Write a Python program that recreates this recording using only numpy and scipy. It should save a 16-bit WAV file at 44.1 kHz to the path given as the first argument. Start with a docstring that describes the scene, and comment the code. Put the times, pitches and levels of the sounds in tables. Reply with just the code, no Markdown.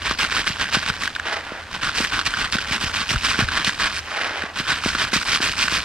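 """Dry river gravel is shaken to and fro in a plastic sieve on a bucket, outdoors and close to the microphone.
Each stroke is many tiny ringing contacts of pebbles and grit, with big pebbles landing and bucket thuds.
After about a second the shaking stops and the sieve is turned: dense dull grains scrape on the sandy rim.
Shaking returns for over two seconds, pauses for a second turn near 4.2 s, then goes on to the end.
Under it all lies filtered noise: a faint, slowly swelling wash of river and open air."""
import sys
import numpy as np
from scipy import signal
from scipy.fft import rfft, irfft
from scipy.io import wavfile

SR = 44100
rng = np.random.default_rng(int(sys.argv[2]) if len(sys.argv) > 2 else 0)


def to_wav(s):
    """Save 16-bit WAV."""
    ch = np.atleast_2d(s).T  # columns
    pcm = np.round(np.clip(ch, -1, 1) * 32767)  # PCM
    wavfile.write(sys.argv[1], SR, pcm.astype(np.int16))


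N = 257841
TIME = np.arange(N) / SR

# shakes of the sieve: (time at mid-slide [s], relative level [dB], half the slide length [s],
# grit relative to that level [dB])
STROKES = [(0.08, -25, 0.059, -29), (0.22, -23.5, 0.036, -23), (0.365, -23.5, 0.057, -25.5),
           (0.481, -27, 0.027, -22), (0.613, -22.5, 0.019, -29.5), (0.75, -23, 0.031, -27.5),
           (0.888, -27, 0.027, -25.5), (1.035, -28.5, 0.039, -22.5), (1.748, -30.5, 0.033, -33),
           (1.855, -23.5, 0.042, -31), (2.008, -24.5, 0.056, -20), (2.156, -23.5, 0.044, -29.5),
           (2.268, -22, 0.015, -22.5), (2.414, -24.5, 0.053, -30), (2.539, -22.5, 0.019, -24.5),
           (2.724, -25, 0.055, -26), (2.83, -24.5, 0.024, -19), (2.985, -24, 0.048, -25),
           (3.12, -23.5, 0.028, -19.5), (3.285, -23, 0.056, -21), (3.393, -19.5, 0.022, -32),
           (3.568, -23.5, 0.064, -39), (3.673, -25.5, 0.031, -18), (3.833, -21.5, 0.049, -31),
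           (3.969, -34, 0.039, -15), (4.593, -27, 0.037, -25), (4.705, -23.5, 0.033, -27.5),
           (4.889, -26.5, 0.06, -18.5), (5.014, -23, 0.051, -26.5), (5.157, -22, 0.028, -18),
           (5.325, -24, 0.057, -20.5), (5.467, -26, 0.057, -19), (5.618, -25, 0.051, -18),
           (5.75, -23, 0.05, -21)]
# colour of pebbles landing on the mesh: (frequency [Hz], relative level [dB])
PEBBLE = [(30, -52), (200, -9.5), (450, -11.5), (800, -5), (1020, -1.5), (1300, -3), (1560, 2), (2100, -7),
          (3200, -2.5), (5000, -10.5), (7000, -22), (8000, -15), (11000, -32), (16000, -66)]
# colour of stone clicking on stone: (frequency [Hz], relative level [dB])
FLINT = [(30, -93), (700, -37), (1500, -10.5), (2500, -3), (3600, -11.5), (5100, -8), (7000, -16),
         (8000, -36), (11000, -27), (16000, -39)]
# colour of the plastic rim and wall: (frequency [Hz], relative level [dB])
RIM = [(30, -58), (160, -24), (260, -9.5), (520, -2), (750, 0.5), (1000, 0.5), (1600, 4.5), (2400, -5),
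       (3600, -14), (5200, -17.5), (7000, -30), (10000, -34), (16000, -69)]


def gravel(pebble_gain, grit_gain):
    """Pebbles knock on the mesh and click on each other, more often the harder they go; grit crackles through."""
    # colour of the grit: (frequency [Hz], relative level [dB])
    grit_colour = [(30, -60), (1500, -9), (3000, -2), (5000, 0), (7000, -8), (8000, -4), (9800, -10),
                   (11000, -18), (13000, -25), (15500, -40)]
    # colour of small hopping chips: (frequency [Hz], relative level [dB])
    chip_colour = [(30, -60), (1500, -30), (5000, 20), (8500, -16), (11000, -22), (15500, -10)]
    busy = np.clip(pebble_gain / undb(-23.0), .3, 1)
    knocks = rattle(PEBBLE, busy, per_s=1200, spread_db=3, ring_hz=1500, ring_db=6, octaves=.55)
    clicks = rattle(FLINT, busy, per_s=1700, spread_db=5, ring_hz=3200, ring_db=8, octaves=.75)
    grit = rattle(grit_colour, busy ** .5, per_s=3200, spread_db=4.5, ring_hz=6000, ring_db=4, octaves=.7)
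    # a few small chips keep hopping on their own, between strokes too
    chips = rattle(chip_colour, busy ** .5, per_s=45, spread_db=4, ring_hz=7500, ring_db=5, octaves=.7)
    # stones tumble in clumps, with brief lulls between them
    clumps = undb(1.6 * walk(65))
    click_gain = np.sqrt(pebble_gain * grit_gain)
    stones = undb(1.5) * pebble_gain * knocks + undb(10.5) * click_gain * clicks
    tumbling = clumps * (stones + undb(13) * grit_gain * grit)
    return tumbling + undb(-31.5) * np.sqrt(grit_gain) * chips


def load_motion():
    """Loudness of the pebbles and of the grit: the strokes add up over a faint creep of the load."""
    creep_db, creep_grit_db = -43.5, -82.5  # the load is never quite still
    grit_lead_s = 0.0022  # grit slides before the pebbles
    pebbles, grit = undb(creep_db) ** 2, undb(creep_grit_db) ** 2
    for s, db, half_s, grit_db in STROKES:
        power = undb(db) ** 2 * surge(s, half_s)
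        pebbles = pebbles + power
        grit = grit + undb(grit_db) ** 2 * power
    early_grit = np.interp(TIME + grit_lead_s, TIME, grit)
    return np.sqrt(pebbles), np.sqrt(early_grit)


def surge(s, half_s):
    """Power of one stroke: the load breaks loose, slides steadily and stops, while a share of it rolls on."""
    abruptness = 3.2  # how suddenly the load breaks loose and stops (2 = a soft bell)
    roll_db, roll_s = -5.5, 0.11  # some stones roll on after each slide and die away
    rolling = np.clip(undb(roll_db) ** 2, 0, 1) * (TIME > s)
    away = np.abs(TIME - s)
    slide = np.exp(-2 * np.minimum(away / half_s, 2) ** abruptness) * (away < 2 * half_s)
    return (1 - rolling) * slide + rolling * np.exp(-2 * away / roll_s)


def clacks():
    """Big pebbles land singly: a light graze, a few milliseconds of ring, and a hard click as they tip over."""
    # the loudest single pebbles: (time [s], relative peak [dB], ring pitch [Hz])
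    landings = [(0.0546, -15, 1580), (0.1104, -8.5, 1190), (0.193, -10.5, 1530), (0.2474, -9, 1480),
                (0.4769, -3.5, 2070), (0.8997, -9, 1570), (1.0353, -8, 2080), (1.076, -8.5, 1610),
                (1.1518, -12, 3500), (1.1622, -10.5, 1660), (1.1972, -10.5, 1670), (1.27, -22, 1690),
                (1.852, -13, 1310), (1.8709, -12, 1340), (2.0473, -16, 1890), (2.123, -11, 1360),
                (2.1917, -5.5, 1350), (2.2132, -10, 1330), (2.3381, -9.5, 1510), (2.3725, -12, 1330),
                (2.5857, -9, 1450), (3.0923, -7, 2980), (3.1592, -9, 1370), (3.315, -7.5, 1470),
                (3.3433, -11, 1390), (3.4868, -9, 1470), (3.6467, -4.5, 3670), (3.6938, -10, 1640),
                (4.421, -15, 1540), (4.4374, -15.5, 2020), (4.7046, -10, 1480), (4.8383, -13, 1290),
                (4.9022, -15, 1530), (4.9504, -5.5, 1250), (5.6816, -5, 1800)]
    graze_db, graze_s = -11, .003  # each grazes its neighbours at most this long before it lands
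    out = np.zeros((2, N))
    for s, db, hz in list(landings) + thrown_pebbles():
        ring = stone(PEBBLE, ripple_db=2, ring_hz=hz, ring_db=14, ring_width=.22, chatter=.7)
        click = stone(FLINT, ripple_db=3, ring_hz=hz, ring_db=10, chatter=.7)
        graze = stone(PEBBLE, ripple_db=3, ring_hz=hz, ring_db=6)
        # low-pitched blows land on the mesh, high-pitched ones on other stones
        hard = np.clip(.36 * hz / 1500, 0, .7)
        strength = undb(db) / np.abs(ring).max()
        add(out, s - graze_s * rng.uniform(0.544, 1), strength * undb(graze_db) * graze)
        add(out, s, strength * np.sqrt(1 - hard ** 2) * ring)
        add(out, s + .0008, strength * hard * click)
    return undb(2) * out


def thrown_pebbles(count=2):
    """Big pebbles that each stroke throws at random: rows (time [s], relative peak [dB], ring pitch [Hz])."""
    level_db, spread_db = 2, 5  # peak relative to the stroke
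    middle_hz, spread_octaves = 1475, 0.18
    longest_flight_s = .08  # counted from mid-slide
    s, db, _, _ = np.repeat(STROKES, count, axis=0).T
    flight = longest_flight_s * rng.random(len(s))
    force, pitch = np.clip(rng.standard_normal((len(s), 2)), -2, 2).T
    peak_db = db + level_db + spread_db * force
    ring_hz = middle_hz * 2 ** (spread_octaves * pitch)
    return list(zip(s + flight, peak_db, ring_hz))


def scrape():
    """Sand is ground between sieve and rim: dense dull grains that catch and slip, brighter in a fast turn."""
    # pushes that turn the sieve: (time at the fastest [s], relative level [dB], rise [s], fall [s])
    pushes = [(1.317, -29, 0.067, 0.097), (1.56, -37.5, 0.18, 0.062), (4.16, -29.5, 0.073, 0.18),
              (4.248, -32.5, 0.034, 0.059), (4.385, -31.5, 0.062, 0.1)]
    treble_db = 10.5  # the treble lift at the fastest moment
    grains = rattle(RIM, np.ones(N), per_s=2400, spread_db=4, ring_hz=1500, ring_db=4, octaves=1.3)
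    treble = signal.sosfiltfilt(signal.butter(2, 3000, "high", fs=SR, output="sos"), grains)
    catching = undb(1.5 * walk(70))
    gain = np.sqrt(sum((undb(db) * swell(s, rise, fall)) ** 2 for s, db, rise, fall in pushes))
    speed = np.sqrt(gain / gain.max())
    brighter = grains + (undb(treble_db * speed) - 1) * treble
    return undb(3) * catching * gain * brighter


def swell(s, rise, fall):
    """A smooth rise to 1 at time s and a smooth fall."""
    return np.exp(-((TIME - s) / np.where(TIME < s, rise, fall)) ** 2)


def bucket(pebble_gain):
    """The load drums on the bucket; each bump is a damped thud with a plastic knock, and wakes the air inside."""
    # the hardest bumps of sieve on bucket: (time [s], relative peak [dB], pitch [Hz])
    bumps = [(0.112, -24, 304), (0.505, -25.5, 154), (0.772, -19.5, 208), (0.903, -26, 134),
             (1.521, -28, 343), (2.006, -19.5, 273), (2.556, -19.5, 198), (2.714, -25.5, 174),
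             (2.842, -23.5, 163), (2.869, -26.5, 79), (3.116, -22, 167), (3.148, -22, 125),
             (3.166, -18, 73.6), (3.391, -15, 296), (3.427, -18.5, 128), (3.44, -17.5, 88),
             (3.68, -23.5, 151), (4.439, -26, 268), (4.603, -23.5, 218), (4.862, -15.5, 257),
             (4.953, -26, 248), (5.134, -22.5, 258), (5.164, -20.5, 215), (5.405, -21.5, 364),
             (5.725, -25, 261)]
    # colour of the drumming bucket: (frequency [Hz], relative level [dB])
    bucket_colour = [(20, -14), (40, -2.5), (65, 2), (81, -15.5), (100, 0), (140, -7.5), (230, -9.5),
                     (330, -13.5), (700, -52.5)]
    drumming = coloured(rng.standard_normal(N) * pebble_gain ** 0.72, bucket_colour)
    out = undb(-19.5) * drumming * np.ones((2, 1))
    t = np.arange(-SR // 40, SR // 6) / SR
    cycles = 1.24  # time from first touch to the crest, in periods of the pitch
    for s, db, hz in list(bumps) + nudges():
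        age = np.maximum(1 + t * hz / cycles, 1e-6)
        # the highs arrive first and the lows linger
        swing = np.cos(2 * np.pi * (cycles * np.log(age) + rng.random()))
        thud = (age * np.exp(1 - age)) ** 5 * swing
        air = np.sin(2 * np.pi * 82 * t) * np.exp(-np.abs(t) / 0.14) * (t > 0)
        add(out, s + t[0], undb(db) * (undb(3.07) * thud + undb(-19.0) * air))
        # the quicker the bump, the more the wall knocks
        knock = stone(RIM, ripple_db=2.0, ring_hz=540, ring_db=10, ring_width=0.74)
        add(out, s - .003, undb(db + 14.5) * hz / 250 * knock)
    return out


def nudges():
    """Late in each slide the load meets the wall: rows (time [s], relative peak [dB], pitch [Hz])."""
    level_db, middle_hz, spread_octaves = -8.5, 187, 0.23  # peak relative to the stroke
    share = .6  # how far through the second half of the slide it comes
    s, db, half_s, _ = np.transpose(STROKES)
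    pitch = rng.uniform(-1.1, 1, len(s))
    return list(zip(s + share * half_s, db + level_db, middle_hz * 2 ** (spread_octaves * pitch)))


def scatter(x, t60_s, db):
    """Short diffuse reflections from the sieve wall, the bucket and the stony ground."""
    t = np.arange(SR // 6) / SR
    tail = rng.standard_normal((2, len(t))) * undb(-60 * t / t60_s) * (1 - np.exp(-t / 0.011))
    tail /= np.sqrt(np.sum(tail ** 2) / 2)
    return x + undb(db) * signal.fftconvolve(x, tail, axes=1)[:, :N]


def outdoors():
    """A faint, slowly swelling wash of river and open air, made of filtered noise."""
    # colour of river and air: (frequency [Hz], relative level [dB])
    air_colour = [(20, -3), (60, -25), (80, 15), (120, -11), (300, -7), (1000, -0.5), (3000, -7.5),
                  (8000, -24), (16000, -43)]
    mid, side = coloured(rng.standard_normal((2, N)), air_colour)
    swell_db = walk(2.08)
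    return undb(-40 + swell_db) * (mid + undb(-16.5) * side * np.array([[1], [-1]]))


def rattle(points, busy, per_s, spread_db, ring_hz, ring_db, octaves, count=160, size=20000):
    """Random contacts of many stones, rms near 1; busy (0-1) is the share of the top rate per_s."""
    pitches = ring_hz * 2 ** (octaves * rng.uniform(-0.79, 1, count))
    stones = [stone(points, 2.47, hz, ring_db) for hz in pitches]
    when, chance, which = rng.random((size, 3)).T
    force = unit(undb(spread_db * np.clip(rng.standard_normal(size), -2, 2)))
    rate = np.minimum(per_s * np.interp(when * N / SR, TIME, busy), size * SR / N)
    out = np.zeros((2, N))
    # of all the possible contacts, keep as many as the rate asks for
    for k in np.flatnonzero(chance < rate * N / SR / size):
        one = stones[int(which[k] * count)]
        # rarer contacts are made stronger, so the rms holds
        add(out, when[k] * N / SR, one * force[k] * np.sqrt(SR / rate[k]))
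    return out


def stone(points, ripple_db, ring_hz, ring_db, ring_width=.18, chatter=0.55, size=512, count=26):
    """One contact in stereo, with unit energy: the common colour plus this stone's own resonances."""
    port_lag_s, lag_scatter_s = 4.2e-5, 2.0e-5  # the right mostly hears first; stones lie all over the sieve
    hz = np.fft.rfftfreq(size, 1 / SR)
    knots = np.linspace(0, np.sqrt(SR / 2), count)
    own = np.interp(np.sqrt(hz), knots, rng.standard_normal(count))
    ring = 1 / (1 + ((hz / ring_hz - 1) / ring_width) ** 2)
    cepstrum = irfft(np.log(undb(colour_db(points, hz) + ripple_db * own + ring_db * ring)))
    # minimum phase: a sharp start, then the resonances die away
    spectrum = np.exp(rfft(np.r_[0, 2 * cepstrum[1:size // 2]], size)) * rng.choice([-1, 1])
    # a rough stone grazes lightly about one ring cycle before it lands
    cycle_s = (1 + 0.19 * rng.standard_normal()) / ring_hz
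    spectrum = spectrum * (chatter + np.exp(-2j * np.pi * hz * cycle_s))
    place, side = rng.standard_normal(2)
    ports = np.array([[.5], [-.5]])  # left, right
    lag = 8 / SR + ports * (port_lag_s + lag_scatter_s * place)
    right_db = 1.0 + 0.4 * side + 4 * hz / 16000  # how much louder the right is
    click = irfft(spectrum * undb(-ports * right_db) * np.exp(-2j * np.pi * hz * lag))
    return click / np.sqrt(np.sum(click ** 2) / 2)


def walk(per_s):
    """Random levels joined by straight lines, spread near 1."""
    return 1.2 * np.interp(TIME * per_s, np.arange(1000), rng.standard_normal(1000))


def coloured(x, points):
    """Filter by a spectrum, keeping the power of white noise."""
    gain = undb(colour_db(points, np.fft.rfftfreq(N, 1 / SR)))
    return irfft(rfft(x) * unit(gain), N)


def colour_db(points, hz):
    """Read a spectrum on a log-frequency axis."""
    knots, db = np.transpose(points)
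    return np.interp(np.log(hz + 1), np.log(knots), db)


def undb(db):
    """Decibels to gain."""
    return 10 ** (np.asarray(db) / 20)


def unit(x):
    """Scale to rms 1."""
    return x / np.sqrt(np.mean(x ** 2))


def add(out, start_s, sound):
    """Mix a short sound into out."""
    i = max(int(start_s * SR), 0)
    part = out[:, i:i + sound.shape[-1]]
    part += sound[..., :part.shape[1]]


def scene():
    """Gravel, sieve and bucket on an open river bank."""
    pebble_gain, grit_gain = load_motion()
    sieve = gravel(pebble_gain, grit_gain) + clacks() + scrape() + bucket(pebble_gain)
    return scatter(sieve, t60_s=0.024, db=-12.5) + outdoors()


def record(dry):
    """A steep low-pass filter cuts the top of the treble."""
    top_hz = 15400
    return signal.sosfilt(signal.ellip(10, .2, 80, top_hz, fs=SR, output="sos"), dry)


dry = scene()
out = record(dry)
to_wav(out)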